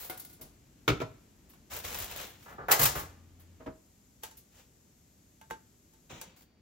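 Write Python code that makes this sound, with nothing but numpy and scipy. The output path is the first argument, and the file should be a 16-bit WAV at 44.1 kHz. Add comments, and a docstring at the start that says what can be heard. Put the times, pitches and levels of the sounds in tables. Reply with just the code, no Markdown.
"""A toaster pops up a bagel in a small kitchen: its sprung carriage chatters and strikes its stop.
Before that, a finger clicks the lever, something knocks on the counter and a hand crumples the plastic
bread bag. Afterwards two halves land on a china plate and a knife scrapes butter from its foil.
Impacts excite damped modes; rubbing is noise from many tiny slips. Room echo, rumble and hiss lie
behind, and a close pair of microphone ports hears it all."""
import sys
import numpy as np
from scipy import signal
from scipy.fft import rfft, irfft, next_fast_len
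from scipy.io import wavfile
from scipy.ndimage import uniform_filter1d

SR = 44100
rng = np.random.default_rng(int(sys.argv[2]) if len(sys.argv) > 2 else 0)


def master_out(mix):
    """Clip the mix to full scale and print it as 16-bit PCM to the path in sys.argv[1]."""
    frames = np.transpose(np.atleast_2d(mix))
    ceiling = np.clip(frames, -1, 1)
    pcm = np.round(ceiling * 32767).astype(np.int16)
    wavfile.write(sys.argv[1], SR, pcm)


N = 291501

# latch release and carriage strikes, as impacts:
# (time [s], level [dB], bass [dB], treble [dB], contact time [s])
CARRIAGE_IMPACTS = [(2.6835, 12.5, -6, -25, 0.0011), (2.695, 15, -1.5, -23.5, 0.0043),
                    (2.7115, 12.5, -14, -2, 0.001), (2.716, 15.6, -10.5, -2.5, .0006),
                    (2.723, 15, -14, -15.5, 0.0011), (2.829, 10, -9, 2, .002), (2.8535, 10, -11, 1, .0012),
                    (2.992, -12, 3, 4.5, 0.0011)]
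# chatter: (start [s], length [s], level [dB], bass [dB], treble [dB], contact time [s], fade [dB/s])
CARRIAGE_RATTLES = [(2.459, .075, -8.5, -6, -24.5, 0.003, 25.5), (2.582, .06, 0.5, 0.5, -51, 0.0017, 160),
                    (2.7925, .04, 10.5, 10, -3.5, 0.002, 11), (2.951, .075, 6, 7, -12, 0.0055, 281)]
# radiation spectrum: (frequency [Hz], gain [dB])
TOASTER_SPECTRUM = [(25, -21), (65, -2), (90, -6), (135, 2.5), (200, -14), (450, -2.5), (900, -3.5),
                    (1600, -4.5), (3500, -5), (5500, -5.5), (10000, 0.5), (14000, 1), (16000, 1.5)]
# modes: (frequency [Hz], level [dB], T60 [s])
TOASTER_MODES = [(305, -8, .3), (436, -6, .3), (560, -7, .2), (605, -9, .3), (697, -7, .16), (740, -5, .22),
                 (816, -1, .24), (886, -6, .22), (958, -5, .22), (1095, -2, .24), (1197, 3, .22),
                 (1260, -2, .18), (1346, 1, .22), (1400, -2, .18), (1487, -1, .22), (1646, 4, .15),
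                 (1738, 5, .17), (1908, 1, .19), (2016, 0, .18), (2280, -4, .18), (2350, -3, .18),
                 (2520, -4, .18), (2839, -2, .16), (3085, -5, .15), (4300, -2, .18), (5282, 4, .17),
                 (5345, 2, .12), (5612, 2, .14), (6368, -2, .16), (7237, -2, .13), (8680, 3, .11),
                 (12617, 1, .15), (13634, -3, .14), (13977, -3, .14)]
def toaster(gap_s=.0208, brighten_db_per_s=68.5):
    """Repeated impact: the sprung carriage hits its stop and chatters, each rebound weaker and brighter."""
    chatter = [(start + age, db - fade * age, bass, treble + brighten_db_per_s * age, contact)
               for start, length, db, bass, treble, contact, fade in CARRIAGE_RATTLES
               for age in np.arange(0, length, gap_s)]
    return impacts(CARRIAGE_IMPACTS + chatter, TOASTER_SPECTRUM, crack_db=3.5, crack_s=.013,
                   t60_scale=.9, modes=TOASTER_MODES, ring_db=-2.5, detune=.005)


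# finger ticks: (time [s], level [dB], bass [dB], treble [dB], contact time [s])
LEVER_IMPACTS = [(.097, -1, -2, -4.5, 0.0022), (.174, -26.5, -19, 14, 0.003), (.196, -30, 4, 20.5, 0.0037),
                 (.2485, -26, 7, 11, .0008), (.293, -28, 15, 7, 0.0084), (.328, -33, 1, 12.5, 0.0064),
                 (.411, -23, 24, 11.5, 0.0057)]
# radiation spectrum of the lever, plastic, crust and foil: (frequency [Hz], gain [dB])
CRISP_SPECTRUM = [(25, -5), (70, -9.5), (400, -2), (1000, -2.5), (2500, -4), (7000, -10), (10000, 2),
                  (15000, 0)]
# modes: (frequency [Hz], level [dB], T60 [s])
LEVER_MODES = [(345, -4, .18), (743, 0, .1), (1450, -4, .14), (2100, -4, .14), (3550, -11, .1),
               (4100, -11, .12)]
def lever():
    """Impulse excitation: a finger clicks the lever and its modes ring briefly."""
    return impacts(LEVER_IMPACTS, CRISP_SPECTRUM, crack_db=-.5, crack_s=.0027,
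                   t60_scale=1, modes=LEVER_MODES, ring_db=-4.5, detune=.005)


# hand bumps: (time [s], level [dB], bass [dB], treble [dB], contact time [s])
HOUSING_IMPACTS = [(.394, -16, -2, -1, 0.045), (1.014, 4, -4.5, 7, 0.0013), (3.599, -11.5, -7, -2, 0.013),
                   (3.661, -3, 1.5, 0, 0.0034), (3.674, -5, 6.5, -19, 0.0024)]
# radiation spectrum: (frequency [Hz], gain [dB])
HOUSING_SPECTRUM = [(30, -2.5), (70, 3), (120, -3.5), (260, 1), (380, 3.5), (600, -1.5), (1100, -1.5),
                    (2000, -9.5), (4000, -23.5), (15000, -37.5)]
# modes: (frequency [Hz], level [dB], T60 [s])
HOUSING_MODES = [(140, -10, .19), (260, 0, .18), (470, -4, .16), (635, 0, .17), (980, -8, .12),
                 (1244, -11, .1)]
def housing():
    """Shell resonance: a hand bumps the toaster's housing and its low modes sound hollow."""
    return impacts(HOUSING_IMPACTS, HOUSING_SPECTRUM, crack_db=3.5, crack_s=.0095,
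                   t60_scale=.6, modes=HOUSING_MODES, ring_db=-2.5, detune=.004)


# first contacts: (time [s], level [dB], bass [dB], treble [dB], contact time [s])
COUNTER_IMPACTS = [(.8785, 16, -3.5, -2.5, 0.00074), (1.0015, -1, -5, -6, 0.00044),
                   (1.985, -30, -3.5, -10, .0045), (2.125, -33, 18, -5, 0.0047)]
# radiation spectrum: (frequency [Hz], gain [dB])
COUNTER_SPECTRUM = [(25, -11.5), (60, -3.5), (90, -17.5), (130, 3.5), (200, -4), (400, 2), (700, -6.5),
                    (1050, -5.5), (1380, 0), (1750, -10.5), (2350, -2), (2750, -6), (3600, -5.5),
                    (4400, -10.5), (9400, -19.5), (15000, -20.5)]
# modes: (frequency [Hz], level [dB], T60 [s])
COUNTER_MODES = [(63, -6, .45), (118, -7, .28), (267, -5, .16), (303, -2, .2), (366, -9, .12),
                 (403, -7, .16), (460, -8, .13), (613, -9, .14), (974, -7, .14), (1281, -4, .12),
                 (1350, 0, .15), (1390, -1, .12), (1470, -4, .12), (1990, -7, .11), (2180, -4, .14),
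                 (2277, -4, .14), (2425, -4, .13), (3168, -5, .11), (3545, -3, .1), (4306, -5, .11)]
def counter(first_gap_s=.0072, gap_growth=1.95, fade_db_per_s=352.5, bass_step_db=5, treble_step_db=-2.5):
    """Inelastic collision: each knock settles in four contacts, each weaker and duller than the last."""
    delays = first_gap_s * np.append(0, np.cumsum(gap_growth ** np.arange(3)))
    contacts = [(start + delay, db - fade_db_per_s * delay,
                 bass + k * bass_step_db, treble + k * treble_step_db, contact)
                for start, db, bass, treble, contact in COUNTER_IMPACTS for k, delay in enumerate(delays)]
    return impacts(contacts, COUNTER_SPECTRUM, crack_db=5, crack_s=.0098,
                   t60_scale=.62, modes=COUNTER_MODES, ring_db=-3.5, detune=.004)


# taps: (time [s], level [dB], bass [dB], treble [dB], contact time [s])
PLATE_IMPACTS = [(4.233, -2, -12, 3.5, 0.003), (4.31, -14.5, -12, 2, 0.0035),
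                 (5.413, -7, -32, -8.5, 0.0012), (5.501, -5, -4, -7, 0.0014), (5.5085, 8, -3, -12, 0.0008),
                 (5.933, -22, -17, 1, 0.0054), (6.213, -6.5, -17, 8, 0.0012)]
# radiation spectrum: (frequency [Hz], gain [dB])
PLATE_SPECTRUM = [(60, -8), (250, -4.5), (500, -13), (900, -15.5), (1300, -9), (2100, -11.5), (2900, -9),
                  (4000, -18), (7000, -9), (11000, -9), (16000, -14)]
# modes: (frequency [Hz], level [dB], T60 [s])
PLATE_MODES = [(365, -17, .15), (471, -12, .15), (815, -10, .1), (888, 0, .19), (1061, -14, .12),
               (1585, -11, .17), (2099, -19, .13), (2960, -18, .11), (3410, -15, .17), (3845, -9, .17),
               (4411, -15, .15), (4473, -13, .16), (5609, -17, .14), (6019, -17, .14), (6200, -19, .13)]
def plate():
    """Free vibration: the china rings in inharmonic modes when toast or knife touches it."""
    taps = impacts(PLATE_IMPACTS, PLATE_SPECTRUM, crack_db=1, crack_s=.001,
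                   t60_scale=.65, modes=PLATE_MODES, ring_db=4.5, detune=.002)
    return taps * gain_of([[-1], [1]])  # a little to the right


# weight of the knocks, hand, toast and knife: (time [s], envelope peak [dB], frequency [Hz])
THUDS = [(.8985, -29, 303), (.903, -30, 139), (.926, -32, 118), (1.003, -31, 368), (1.017, -34, 414),
         (1.031, -33, 128), (1.049, -38, 124), (2.003, -44, 85), (2.12, -50.5, 74.6), (5.5085, -29, 1550),
         (5.509, -39, 474), (6.116, -48, 100.2), (6.14, -50, 119.6), (6.276, -51.5, 190)]
def thuds(cycles_to_peak=.62):
    """Heavily damped oscillation: weight comes down on a surface, which swings for only a few cycles."""
    out = np.zeros((2, N))
    t = np.arange(round(.1 * SR)) / SR
    for start, db, hz in THUDS:
        age = t * hz / cycles_to_peak
        push = gain_of(db) * age * np.exp(1 - age) * np.sin(2 * np.pi * hz * t)
        add(out, start, np.array([push, push]))
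    return out


# snaps and one knife bump: (time [s], level [dB], bass [dB], treble [dB], contact time [s])
SNAPS_AND_BUMP = [(1.493, -28, 4, 3, 0.011), (1.533, -22.5, -23, -7, 0.005),
                  (1.707, -3.5, -8.5, -19, 0.016), (1.789, -18, -12, 6, 0.00034),
                  (1.8495, -7, -11.5, -3.5, 0.0002), (1.905, -12, -12, -2, .0004),
                  (1.928, -6.5, -1, -7, 0.00077), (1.951, -7, -5, -6, 0.00047),
                  (1.987, -7, -10, -1, 0.00047), (2.001, -10.5, 3.5, 0, .0004),
                  (2.044, -13, -19, 3, 0.00043), (2.112, -13, -13, -0.5, 0.00035),
                  (2.188, -18, -8.5, -4, .0004), (2.27, -20.5, -11.5, -3, 0.00043),
                  (3.395, -27.5, -1, 1.5, 0.012), (4.234, -7.5, -15.5, -4, 0.0011),
                  (4.369, -34, 22, 15.5, 0.0097), (6.098, -9.5, 12.5, -42, 0.019),
                  (6.214, -11.5, -7, -13, 0.0017)]
def snaps_and_bump():
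    """Unpitched transients: snaps of plastic, crust and foil, and one dull, low bump of the knife."""
    return impacts(SNAPS_AND_BUMP, CRISP_SPECTRUM, crack_db=0, crack_s=.0015, t60_scale=.7)


# presses of the hand: (start [s], length [s], rustle [dB], crackle [dB])
BAG_PRESSES = [(1.697, 0.078, -47.5, -45), (1.825, 0.21, -47, -44.5), (2.07, 0.15, -48.5, -48),
               (2.22, 0.097, -59, -59.5), (2.37, 0.13, -65.5, -63)]
def bag_crinkles(folds=7, wait_share=.45, boost_db=28, spread_db=3, bass_db=-25, contact_s=.0002):
    """Buckling: folds of the plastic bag snap at random moments in the later part of each press."""
    folding = [(start + length * (wait_share + (1 - wait_share) * when),
                crackle_db + boost_db + spread_db * (2 * force - 1), bass_db, 0, contact_s)
               for start, length, _, crackle_db in BAG_PRESSES for when, force in rng.random((folds, 2))]
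    return impacts(folding, CRISP_SPECTRUM, crack_db=6, crack_s=.0006, t60_scale=.4)


def bag_rustle():
    """Stick-slip friction: the plastic slides under the hand, louder as each press goes on."""
    gains = strokes(BAG_PRESSES, attack_s=.022, swell_db_per_s=24.5, release_db_per_s=199.5)
    return friction(gains, rustle_db=2.5, crackle_db=.5, top_db=3, slips_per_s=700, spread_db=3.8)


# scrape: (start [s], length [s], rustle [dB], crackle [dB])
KNIFE_STROKES = [(6.093, 0.26, -44.5, -48.5)]
# resonances heard as the knife scrapes: (frequency [Hz], half-width [Hz], gain [dB])
SCRAPE_RESONANCES = [(188, 34, 10), (532, 120, 6), (940, 70, 6), (2470, 260, 3.5)]
def knife():
    """Forced vibration: the knife scrapes up butter and drives resonances, including the plate's ring."""
    gains = strokes(KNIFE_STROKES, attack_s=.012, swell_db_per_s=-80, release_db_per_s=600)
    return friction(gains, rustle_db=-1, crackle_db=-2, top_db=-8, slips_per_s=2950, spread_db=3,
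                    resonances=SCRAPE_RESONANCES)


# rubs of the butter's foil: (start [s], length [s], rustle [dB], crackle [dB])
FOIL_STROKES = [(6.207, 0.006, -64, -45.5), (6.36, 0.06, -59.5, -53)]
def foil():
    """Stick-slip friction: very uneven slips make the foil crackle brightly."""
    gains = strokes(FOIL_STROKES, attack_s=.006, swell_db_per_s=-5, release_db_per_s=502)
    return friction(gains, rustle_db=-1, crackle_db=-4, top_db=7, slips_per_s=2100, spread_db=7.5)


# brush of the fingers: (start [s], length [s], rustle [dB], crackle [dB])
FINGER_STROKES = [(0.0, 0.052, -44, -42.5)]
def fingers():
    """Sliding friction: the fingers brush with a sudden, short hiss."""
    gains = strokes(FINGER_STROKES, attack_s=.00054, swell_db_per_s=-21, release_db_per_s=236)
    return friction(gains, rustle_db=-3.5, crackle_db=3, top_db=14, slips_per_s=2500, spread_db=-16)


# scuffs: (start [s], length [s], rustle [dB], crackle [dB])
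CRUST_STROKES = [(4.222, 0.024, -56, -56), (4.51, 0.087, -70.5, -72)]
def crust():
    """Dry friction: the toasted crust rubs in faint, quickly swelling scuffs."""
    gains = strokes(CRUST_STROKES, attack_s=.01, swell_db_per_s=149, release_db_per_s=296)
    return friction(gains, rustle_db=0, crackle_db=1, top_db=0, slips_per_s=1500, spread_db=2)


# decay of a body's crowded modes, before t60_scale: (frequency [Hz], T60 [s])
BODY_T60 = [(100, 0.43), (500, 0.41), (2000, 0.26), (7000, 0.33), (15000, 0.11)]
def impacts(rows, spectrum, crack_db, crack_s, t60_scale, modes=(), ring_db=0, detune=0):
    """Modal superposition: each contact cracks, then the body's crowded and distinct modes ring out."""
    out = np.zeros((2, N))
    for start, db, bass_db, treble_db, contact_s in rows:
        body = diffuse_decay(BODY_T60, t60_scale, size=13000)
        t = np.arange(body.shape[1]) / SR
        onset = 1 - np.exp(-t / contact_s)  # a soft or sliding contact builds up slowly
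        crack = unit(rng.standard_normal(body.shape) * onset * np.exp(-t / (crack_s + contact_s)))
        ring = np.zeros(body.shape)
        for hz, mode_db, t60 in modes:
            pitch = hz * (1 + detune * (2 * rng.random() - 1))  # loose parts sit differently at each blow
            phase = 2 * np.pi * (pitch * t + rng.random())
            envelope = gain_of(mode_db - 60 * t / t60)
            ring += envelope * np.array([np.sin(phase), np.cos(phase)])
        sound = unit(body * onset) + gain_of(crack_db) * crack + gain_of(ring_db) * unit(ring * onset)
        hardness = [(160, bass_db), (650, 0), (1500, 0), (5000, treble_db)]
        add(out, start, gain_of(db) * tint(unit(sound), spectrum, hardness))
    return out


# spectra of the dull and the bright part of rubbing: (frequency [Hz], gain [dB])
RUSTLE_SPECTRUM = [(25, -7), (70, 14), (130, 1.5), (250, -2), (500, 4.5), (1000, 3), (2200, 3.5),
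                   (4000, 5.5), (7000, -25.5), (16000, -35.5)]
CRACKLE_SPECTRUM = [(100, -47), (2000, 0.5), (4500, 5), (7500, 5), (11000, -2.5), (15500, -1)]
def friction(gains, rustle_db, crackle_db, top_db, slips_per_s, spread_db, resonances=()):
    """Source and filter: the same slips give a dull rustle and a bright crackle, each with its own gain."""
    rustle_gain, crackle_gain = gains
    slips = slip_noise(slips_per_s, spread_db)
    peaks = [[(hz - width, 0), (hz, db), (hz + width, 0)] for hz, width, db in resonances]
    top_shelf = [(6500, 0), (11000, top_db)]
    rustle = gain_of(rustle_db) * rustle_gain * unit(tint(slips, RUSTLE_SPECTRUM, *peaks))
    crackle = gain_of(crackle_db) * crackle_gain * unit(tint(slips, CRACKLE_SPECTRUM, top_shelf))
    return np.sqrt(N) * (rustle + crackle)


def slip_noise(per_s, spread_db, snap_s=.0032, smear_s=.026):
    """Poisson process: slips of uneven size, each a noise burst smeared by the nearest surfaces."""
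    sizes = gain_of(spread_db * np.minimum(rng.exponential(1, N), 4))
    sizes *= rng.random(N) < per_s / SR
    t = np.arange(4096) / SR
    burst = np.exp(-t / snap_s) / snap_s + .98 * np.exp(-t / smear_s) / smear_s
    power = abs(signal.oaconvolve(sizes ** 2, burst)[:N])
    return np.sqrt(power) * rng.standard_normal((2, N))


def strokes(rows, attack_s, swell_db_per_s, release_db_per_s):
    """Incoherent addition: strokes rise, hold and let go, summing in power to rustle and crackle gains."""
    power = np.zeros((2, N))
    for start, length, rustle_db, crackle_db in rows:
        age = np.maximum(np.arange(N) / SR - start, 0)
        shape_db = swell_db_per_s * np.minimum(age, length)
        shape_db -= release_db_per_s * np.maximum(age - length, 0)
        envelope = np.minimum(age / attack_s, 1) * gain_of(np.maximum(shape_db, -120))
        power += (gain_of([[rustle_db], [crackle_db]]) * envelope) ** 2
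    return np.sqrt(power)


# reverberation time: (frequency [Hz], T60 [s])
KITCHEN_T60 = [(100, .6), (500, .48), (2000, .5), (7000, .42), (15000, .3)]
def kitchen_echo(sound, build_up_s=.0015):
    """Reverberation: convolution with the room's diffuse, decaying impulse response."""
    tail = diffuse_decay(KITCHEN_T60)
    t = np.arange(tail.shape[1]) / SR
    response = unit(tail * (1 - np.exp(-t / build_up_s)))
    return signal.oaconvolve(sound, response, axes=1)[:, :N]


# low drone after the pop and faint high whistle: (time [s], level [dB])
DRONE_LEVELS = [(2.8, -82), (2.95, -55), (3.2, -60), (3.57, -58.5), (3.66, -73)]
WHISTLE_LEVELS = [(6.1, -110), (6.25, -75), (6.61, -86.5)]
def tone(levels, hz, waver):
    """Frequency modulation: a sinusoid wavers slightly at random under a level curve."""
    times, db = np.transpose(levels)
    level = gain_of(np.interp(np.arange(N) / SR, times, db, left=-150, right=-150))
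    wander = np.sqrt(N) * unit(uniform_filter1d(rng.standard_normal(N), size=2000))
    phase = 2 * np.pi * np.cumsum(hz * (1 + waver * wander)) / SR
    return np.sqrt(2) * level * np.array([np.sin(phase), np.cos(phase)])


# spectra of the room's noise: (frequency [Hz], gain [dB])
RUMBLE_SPECTRUM = [(20, -56.5), (55, -44.5), (120, -48.5), (260, -49.5), (500, -61.5), (1000, -69),
                   (2500, -70.5), (6000, -77), (16000, -87)]
HISS_SPECTRUM = [(100, -69.5), (1500, -84), (4000, -73), (7500, -63), (10000, -69), (12500, -67),
                 (15500, -78.5)]
# steady spells: (start [s], rumble gain [dB], hiss gain [dB])
NOISE_SPELLS = [(0, 5.5, 0.5), (2.52, 11, -9.5), (3.0, 6, -1), (3.75, 2, 1.4), (6.12, 1.5, -22)]
def background(shift_s=.065):
    """Filtered white noise: rumble and hiss hold steady, then shift to new levels."""
    starts, *levels = np.transpose(NOISE_SPELLS)
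    spell = np.searchsorted(starts[1:], np.arange(N) / SR)
    rumble_gain, hiss_gain = (gain_of(uniform_filter1d(db[spell], round(shift_s * SR))) for db in levels)
    rumble = rumble_gain * tint(rng.standard_normal((2, N)), RUMBLE_SPECTRUM)
    hiss = hiss_gain * tint(rng.standard_normal((2, N)), HISS_SPECTRUM)
    return rumble + hiss


def diffuse_decay(t60, t60_scale=1, size=24576):
    """Modal overlap: countless modes or echoes merge into noise, each band dying at its own rate."""
    hz, t, bands = signal.stft(rng.standard_normal((2, size)), SR, nperseg=256)
    decay = gain_of(-60 * t / (t60_scale * read(t60, hz)[:, None]))
    return unit(signal.istft(bands * decay, SR, nperseg=256)[1][:, :size])


def tint(sound, *spectra, size=4096):
    """Minimum-phase filtering by the summed dB shapes, so nothing sounds before a blow."""
    hz = abs(np.fft.fftfreq(size, 1 / SR))
    log_gain = np.log(gain_of(sum(read(spectrum, hz) for spectrum in spectra)))
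    response = np.exp(np.conj(signal.hilbert(log_gain)))
    taps = np.fft.ifft(response).real[:size // 2]
    return signal.oaconvolve(sound, taps[None], axes=1)[:, :sound.shape[1]]


def gain_of(db):
    """Decibels to amplitude."""
    return 10 ** (np.asarray(db) / 20)


def unit(x):
    """Normalises each channel to unit energy."""
    return x / np.sqrt(np.sum(x ** 2, axis=-1, keepdims=True) + 1e-20)


def read(points, hz):
    """Interpolates on a logarithmic frequency axis."""
    f, value = np.transpose(points)
    return np.interp(np.log(hz + 1), np.log(f + 1), value)


def add(mix, start_s, sound):
    """Superposes a stereo sound on the mix."""
    part = mix[:, round(start_s * SR):][:, :sound.shape[1]]
    part += sound[:, :part.shape[1]]


def scene():
    """Superposition: the direct sounds, their shares of reverberation and the background."""
    knocks = counter() + thuds()
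    mechanism = lever() + toaster()
    bumps = housing()
    china = plate()
    handling = snaps_and_bump() + bag_crinkles() + fingers() + bag_rustle() + crust() + knife() + foil()
    echo = kitchen_echo(gain_of(-16) * (knocks + bumps) + gain_of(-11) * mechanism
                        + gain_of(-11.5) * handling + gain_of(-24) * china)
    drone = tone(DRONE_LEVELS, hz=86, waver=.0032)
    whistle = tone(WHISTLE_LEVELS, hz=4587, waver=.002)
    return mechanism + bumps + knocks + china + handling + echo + drone + whistle + background()


# share of the left signal in the right port: (frequency [Hz], amplitude share [0-1])
PORT_LIKENESS = [(60, .96), (250, .9), (600, .5), (1400, .3), (3000, .35), (6500, .2), (8000, .85),
                 (9500, .99), (12500, .75), (14000, .75), (15500, .92)]
# phase lag given to the right port: (frequency [Hz], lag [rad])
PORT_LAG = [(100, 0), (600, 0), (1400, -.6), (3200, .5), (5400, 0), (7000, 1.7), (8200, 2.9), (9800, 3.1),
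            (12500, 1.8), (15500, .1)]
# level difference: (frequency [Hz], left minus right [dB])
PORT_BALANCE = [(100, 1.5), (800, -0.5), (1600, 0.5), (3200, 1.5), (5000, 3.5), (7300, 6.5), (8800, 1.5),
                (15000, -0.5)]
def record(dry, low_cut_hz=36, high_cut_hz=15850):
    """Coherence of two band-limited ports: in phase in the bass, opposed in the treble near 9 kHz."""
    size = next_fast_len(N + 4096)
    hz = np.fft.rfftfreq(size, 1 / SR)
    left, other = rfft(dry, size)
    likeness = read(PORT_LIKENESS, hz)
    right = likeness * left + np.sqrt(1 - likeness ** 2) * other
    right *= np.exp(-1j * read(PORT_LAG, hz))
    lean = gain_of(read(PORT_BALANCE, hz) / 2)
    pair = irfft(np.array([left * lean, right / lean]), size)[:, :N]
    high_pass = signal.butter(4, low_cut_hz, "high", fs=SR, output="sos")
    low_pass = signal.firwin(401, high_cut_hz, window=("kaiser", 8), fs=SR)
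    return signal.oaconvolve(signal.sosfilt(high_pass, pair), low_pass[None], "same")


dry = scene()
out = record(dry)
master_out(out)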